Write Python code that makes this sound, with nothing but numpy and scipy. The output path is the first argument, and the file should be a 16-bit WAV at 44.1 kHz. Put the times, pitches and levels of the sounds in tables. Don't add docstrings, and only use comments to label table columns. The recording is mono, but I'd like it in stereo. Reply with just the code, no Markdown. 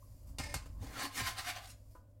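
import sys
import numpy as np
from scipy import signal
from scipy.fft import rfft, irfft
from scipy.io import wavfile
from scipy.ndimage import uniform_filter1d

SR = 44100
rng = np.random.default_rng(int(sys.argv[2]) if len(sys.argv) > 2 else 0)


def persist_wave(psi):
    counts = np.round(np.clip(psi, -1, 1) * 32767).astype(np.int16)
    wavfile.write(sys.argv[1], SR, np.atleast_2d(counts).T)


N = 97020
T = np.arange(N) / SR


def amp(db):
    return 10 ** (np.asarray(db) / 20)


def curve(points):
    times, levels = np.array(points).T
    return amp(np.interp(T, times, levels))


def through(x, response):
    response = response / np.sqrt(np.sum(response ** 2))
    return signal.fftconvolve(np.atleast_2d(x), response[None], axes=1)[:, :N]


def colour(x, points):
    size = 8192
    hz, db = np.array(points).T
    bins = np.maximum(np.fft.rfftfreq(size, 1 / SR), 1)
    gain = amp(np.interp(np.log(bins), np.log(hz), db))
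    cepstrum = irfft(np.log(gain))
    cepstrum[1:size // 2] *= 2
    cepstrum[size // 2 + 1:] = 0
    return through(x, irfft(np.exp(rfft(cepstrum))))


def ring(x, modes):
    t = T[:N // 6]
    response = 0
    for k, (hz, db, t60) in enumerate(modes):
        fade = np.exp(-np.log(1000) * t / t60) / np.sqrt(t60)
        response = response + (-1) ** k * amp(db) * fade * np.sin(2 * np.pi * hz * t)
    return through(x, response)


def walk(rate):
    k = max(int(SR / rate), 1)
    steps = np.repeat(rng.standard_normal(N // k + 1), k)
    wander = uniform_filter1d(steps, k)[:N]
    return wander / wander.std()


def slips(rate, spread_db):
    happens = rng.random(N) < rate / SR
    sign = np.sign(rng.standard_normal(N))
    size = amp(spread_db * np.minimum(rng.exponential(size=N), 4))
    clicks = happens * sign * size
    return clicks / clicks.std()


def wide_slips(rate, spread_db):
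    one_sided = 0.68
    both, left, right = (slips(rate, spread_db) for _ in range(3))
    return np.sqrt(1 - one_sided) * both + np.sqrt(one_sided) * np.array([left, right])


def burst(start, decay):
    rise_s = 0.00033
    age = np.maximum(T - start, 0)
    return (1 - np.exp(-age / rise_s)) * np.exp(-age / decay)


def blow(at, db, length):
    return (np.arange(N) == int(at * SR)) * amp(db) * np.sqrt(length * SR)


def kitchen(x):
    room_db, t60_s, treble_t60_s = -8, 0.33, 0.19
    early_db, early_fade_s = -3, 0.0068
    left_lag_s, left_over_right_db = .00007, 1.2
    high_pass = signal.butter(2, 420, "high", fs=SR, output="sos")
    treble_split = signal.butter(1, 4000, fs=SR, output="sos")
    ears = []
    for near, lag, db in zip(x, (left_lag_s, 0), (left_over_right_db / 2, -left_over_right_db / 2)):
        tail_noise, early_noise = rng.standard_normal((2, N))
        low = signal.sosfilt(treble_split, tail_noise)
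        high = tail_noise - low
        tail = low * np.exp(-np.log(1000) * T / t60_s) + high * np.exp(-np.log(1000) * T / treble_t60_s)
        tail = tail * (T > .006)
        early = early_noise * np.exp(-T / early_fade_s) * (T > .0005)
        wet = amp(room_db) * through(near, tail) + amp(early_db) * through(near, early)
        wet = signal.sosfilt(high_pass, wet[0])
        direct = np.pad(near, (int(lag * SR), 0))[:N]
        ears.append(amp(db) * (direct + wet))
    return np.array(ears)


# (frequency [Hz], relative level [dB])
AIR_COLOUR = [(20, 3.5), (48, 3.5), (70, -4), (105, 2), (160, -19.5), (260, -8.5), (400, -24.5),
              (590, -8.5), (800, -29.5), (1500, -39), (4000, -45), (16000, -40.5)]


def air():
    return amp(-63) * colour(rng.standard_normal(N), AIR_COLOUR)


# (frequency [Hz], rms level [dB])
HUM_TONES = [(49.5, -70.5), (100.3, -61.5)]


def mains_hum():
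    hum = 0
    for hz, db in HUM_TONES:
        hum = hum + amp(db) * np.sqrt(2) * np.sin(2 * np.pi * (hz * T + rng.random()))
    return hum


# (time [s], level [dB])
TURNING = [(0, -67), (.11, -52), (.19, -57.5), (.29, -49), (.45, -47), (.59, -51.5), (.66, -49), (.73, -49),
           (.81, -42.5), (.97, -53.5), (1.15, -67), (1.225, -41), (1.37, -57), (1.65, -60), (2.0, -59),
           (2.2, -69.5)]
# (frequency [Hz], relative level [dB])
RUMBLE_COLOUR = [(20, -13), (38, -12.5), (51, 5.5), (70, -6), (105, -5), (145, -19), (200, -25),
                 (280, -18.5), (400, -45), (1050, -36), (1600, -55), (8000, -66.5)]


def hob_rumble():
    return colour(slips(rate=1300, spread_db=1.0), RUMBLE_COLOUR) * curve(TURNING)


# (time [s], level [dB])
SIZZLE_LEVEL = [(0, -69.5), (.29, -71.5), (.37, -75), (.78, -73.5), (1.85, -76), (1.96, -72), (2.05, -89),
                (2.2, -94.5)]
# (time [s], level [dB])
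SPIT_TIMES = [(.27, -65.5), (0.287, -67), (1.909, -74), (2.1, -84)]
# (frequency [Hz], relative level [dB])
SIZZLE_TONE = [(800, -18.5), (2000, -3), (3700, -5.5), (4600, 4.5), (8000, 6.5), (12000, 3.5),
               (16000, -3.5)]


def sizzling():
    heat = curve(SIZZLE_LEVEL) + sum(amp(db) * burst(at, decay=0.015) for at, db in SPIT_TIMES)
    return colour(slips(rate=5100, spread_db=-0.5) * heat, SIZZLE_TONE)


# (frequency [Hz], relative level [dB], time to fade by 60 dB [s])
BUMP_RING = [(306, -5, 0.14), (516, -0.5, 0.06), (669, -5.5, 0.14), (877, -9, 0.12), (996, 5.5, 0.23),
             (1080, -7, 0.1), (1200, -5, 0.099), (1313, -9.5, .08), (1470, -3.5, 0.15)]


def bumping():
    at_s, ring_db, tap_below_ring_db, decay_s = 1.951, -58.5, -6, 0.025
    tap = amp(ring_db + tap_below_ring_db) * burst(at_s, decay_s) * wide_slips(rate=11000, spread_db=15.0)
    tap = colour(tap, [(150, -8), (300, 0), (1450, -1), (2000, -14), (8000, -28)])
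    return ring(blow(at_s, ring_db, decay_s), BUMP_RING) + tap


# (frequency [Hz], relative level [dB], time to fade by 60 dB [s])
WOK_TONES = [(853, -8.5, .19), (1052.6, 5.5, 0.1), (1249, -3.5, .08), (1395, -3, .1), (1638, -5, 0.1),
             (1733, -3, .13), (1844, -0.5, .09), (2047, -6.5, .16), (2130, -4, .13), (2630, -6.5, .12),
             (3880, -12, .14), (4224, -5.5, .1), (4475, -3, .11), (4690, -6, .11), (5612, -15, .1)]


def wok_ring(push):
    wander_db, wander_per_s = 0.5, 20
    total = np.sqrt(np.sum(amp(np.array(WOK_TONES)[:, 1]) ** 2))
    ringing = 0
    for hz, db, t60 in WOK_TONES:
        feed = amp(db + wander_db * np.tanh(walk(wander_per_s)))
        ringing = ringing + feed * ring(push, [(hz, 0, t60)])
    return ringing / total


# (time [s], level [dB])
SKID_LEVEL = [(.375, -130), (.395, -49.5), (.48, -50.5), (.53, -50.5), (.575, -58), (.62, -61.5),
              (.70, -77), (.80, -87), (.85, -120)]


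def skid_level():
    return curve(SKID_LEVEL)


SKID_END_S = .53

# (frequency [Hz], relative level [dB])
BOWL_COLOUR = [(90, -14.5), (165, -7), (205, -8.5), (275, 7), (330, -11), (390, -14), (470, -5.5),
               (700, -10), (1100, -14), (1800, -32.5)]
# (time [s], clack level [dB], snap level [dB], wok ring level [dB], bowl level [dB], thud level [dB])
KNOCK_TIMES = [(.384, -35, -56, -41.5, -47, -34.5), (0.397, -52, -60, -43.5, -43, -32.5),
               (.436, -51, -48, -62, -78, -35.5), (0.5406, -37, -32.5, -42, -47, -36),
               (0.554, -49.5, -81, -47.5, -58, -33), (0.658, -65, -57, -76.5, -51, -47),
               (1.206, -44.5, -54, -42.5, -60, -56.5), (1.213, -56.5, -65, -43, -44, -40)]
# (frequency [Hz], relative level [dB])
CLACK_COLOUR = [(300, -14.5), (600, -1.5), (1300, -4.5), (1900, -4.5), (2400, 1.5), (3400, -3), (5100, 4),
                (6300, -2), (8400, -3.5), (10500, -9), (16000, -24.5)]
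SNAP_COLOUR = [(600, -2.5), (1500, 0.5), (3500, -8.5), (5500, -12), (7500, 2), (10000, -7.5), (13000, -8.5),
               (16000, -31)]
# (frequency [Hz], relative level [dB], time to fade by 60 dB [s])
THUD_TONES = [(51, -3, .075), (73, 0, .07), (118, -5, .06), (165, -13, .11)]
PRESSED_TONES = [(582, -6, 0.13), (890, -10, 0.11), (1030, -15, 0.055), (1835, -10, .05), (2160, -5, .08),
                 (2440, -8, 0.0086), (5020, -1, 0.0062), (5170, -1.5, 0.0065), (8640, -11.5, 0.0068)]


def knocking():
    skid_clack_db, skid_bowl_db = -3, -7
    rows = np.array(KNOCK_TIMES)
    contacts = np.array([burst(at, decay=0.0089) for at in rows[:, 0]])
    clack, snap, wok, bowl = amp(rows[:, 1:5]).T @ contacts
    thud = sum(blow(row[0], row[-1], length=0.0025) for row in KNOCK_TIMES)
    skid = skid_level() * amp(2.5 * walk(90))

    def grit():
        return wide_slips(rate=9000, spread_db=-0.1)

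    clatter = colour(grit() * (clack + amp(skid_clack_db) * skid), CLACK_COLOUR)
    snapping = colour(grit() * snap, SNAP_COLOUR)
    pressed = ring(grit() * skid * (T < SKID_END_S), PRESSED_TONES)
    body = colour(slips(rate=9000, spread_db=0.4) * (bowl + amp(skid_bowl_db) * skid), BOWL_COLOUR)
    return clatter + snapping + wok_ring(grit() * wok) + pressed + body + ring(thud, THUD_TONES)


def sing(hz):
    jitter_hz, rough_db, rough_per_s = 23.93, 3.5, 220
    pitch = hz + jitter_hz * walk(rough_per_s)
    return amp(rough_db * walk(rough_per_s)) * np.sin(2 * np.pi * np.cumsum(pitch) / SR)


# (time [s], half length [s], pitch [Hz], glide [Hz per s], level before roughness [dB])
TAP_AND_SQUEAKS = [(0.03, 0.012, 1060, 2500, -62), (0.98, 0.035, 1335, -2500, -50),
                   (1.04, 0.044, 4485, -0.5, -48), (1.048, 0.021, 1045, 0.5, -43.5),
                   (1.187, 0.017, 1850, -2000, -42.5), (1.204, .005, 2330, 0.5, -42),
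                   (1.205, 0.015, 1078, -1, -44), (1.272, 0.016, 1050, 0, -41), (1.278, .025, 2140, 0, -47),
                   (1.389, 0.02, 760, 0, -51.5), (1.486, 0.029, 722.7, -0.5, -47.5),
                   (1.57, .019, 715, 0, -49), (1.635, 0.022, 705, -3, -55),
                   (1.711, 0.014, 6760, -0.5, -62.5)]


def tap_and_squeaks():
    brief = 0
    for at, length, hz, glide, db in TAP_AND_SQUEAKS:
        swell = np.exp(-((T - at) / length) ** 2)
        brief = brief + amp(db) * swell * sing(hz + glide * (T - at))
    held = amp(-3.5) * skid_level() * (T < SKID_END_S) * sing(1815)
    return brief + held


def shifting(x):
    stand_out_db, size = 3, 768
    spectra = signal.stft(x, nperseg=size)[2]
    field = rng.standard_normal(spectra.shape[1:])
    field = uniform_filter1d(field, size=3, axis=0)
    field = uniform_filter1d(field, size=4, axis=1)
    gain = amp(stand_out_db * np.clip(field / field.std(), -2, 2))
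    gain = gain / np.sqrt(np.mean(gain ** 2))
    return signal.istft(spectra * gain, nperseg=size)[1][:, :N]


# (peak time [s], rise [s], fall [s], scrape level [dB],
# bright hiss level [dB], bowl level [dB], blade level [dB], wok ring level [dB])
PUSHES = [(0.834, 0.024, 0.075, -63.5, -60, -54.5, -86, -61.5),
          (0.941, 0.053, 0.07, -58, -63, -55, -77.5, -65.5),
          (1.012, 0.034, 0.031, -42.5, -48, -52, -49.5, -42.5),
          (1.048, 0.019, 0.023, -46, -48.5, -49.5, -56, -53),
          (1.181, 0.033, 0.027, -40.5, -41, -50, -67, -56),
          (1.204, 0.011, 0.008, -41.5, -49, -51, -52, -38.5),
          (1.277, 0.037, 0.036, -39, -43, -56, -51, -47),
          (1.39, 0.018, 0.019, -39, -44.5, -79.5, -51, -45.5),
          (1.491, 0.038, 0.023, -38, -45, -61.5, -47, -49.5),
          (1.568, 0.019, 0.02, -45, -63, -82, -48.5, -52),
          (1.64, 0.027, 0.023, -58.5, -72, -73.5, -58, -67),
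          (1.705, 0.1, 0.025, -62, -56.5, -74.5, -88, -83.5)]
# (frequency [Hz], relative level [dB])
SCRAPE_COLOUR = [(300, -34), (570, -22.5), (700, -7), (900, -7.5), (1150, -1.5), (1400, -0.5), (1900, -.5),
                 (2800, -3), (4500, -5.5), (7500, -13.5), (11000, -15.5), (16000, -23.5)]
HISS_COLOUR = [(1500, -19), (3500, -0.5), (5000, 2.5), (8000, 2), (12000, -3), (16000, -12)]
# (frequency [Hz], relative level [dB], time to fade by 60 dB [s])
BLADE_TONES = [(681.4, -2, .15), (718.7, -2, 0.12), (765, -6, 0.07), (808, -8.5, .1), (1146, -7, 0.1)]


def scraping():
    swell_shape, chatter_db, chatter_per_s = 1.46, 1.03, 220
    slips_per_s, slip_spread_db = 4000, 2.5
    rows = np.array(PUSHES)
    swells = []
    for at, rise, fall in rows[:, :3]:
        distance = np.abs((T - at) / np.where(T < at, rise, fall))
        swells.append(np.exp(-distance ** swell_shape))
    chatter = amp(chatter_db * walk(chatter_per_s))
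    scrape, hiss, bowl, blade, wok = amp(rows[:, 3:]).T @ np.array(swells) * chatter

    def edge():
        return wide_slips(slips_per_s, slip_spread_db)

    rubbing = colour(edge() * scrape, SCRAPE_COLOUR)
    bright = colour(wide_slips(rate=10000, spread_db=5.5) * hiss, HISS_COLOUR)
    body = colour(slips(slips_per_s, slip_spread_db) * bowl, BOWL_COLOUR)
    return shifting(rubbing + bright) + body + ring(edge() * blade, BLADE_TONES) + wok_ring(edge() * wok)


def scene():
    left_over_right_db = 3.5
    lean = amp(np.array([[left_over_right_db], [-left_over_right_db]]) / 2)
    bass = (hob_rumble() + mains_hum() + air()) * lean
    wide_air = amp(-4.5) * air() * np.array([[1], [-1]])
    close = scraping() + tap_and_squeaks() + knocking() + bumping() + sizzling()
    return kitchen(close) + bass + wide_air


def record(dry):
    return signal.sosfilt(signal.ellip(10, .2, 80, 16200, fs=SR, output="sos"), dry)


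dry = scene()
out = record(dry)
persist_wave(out)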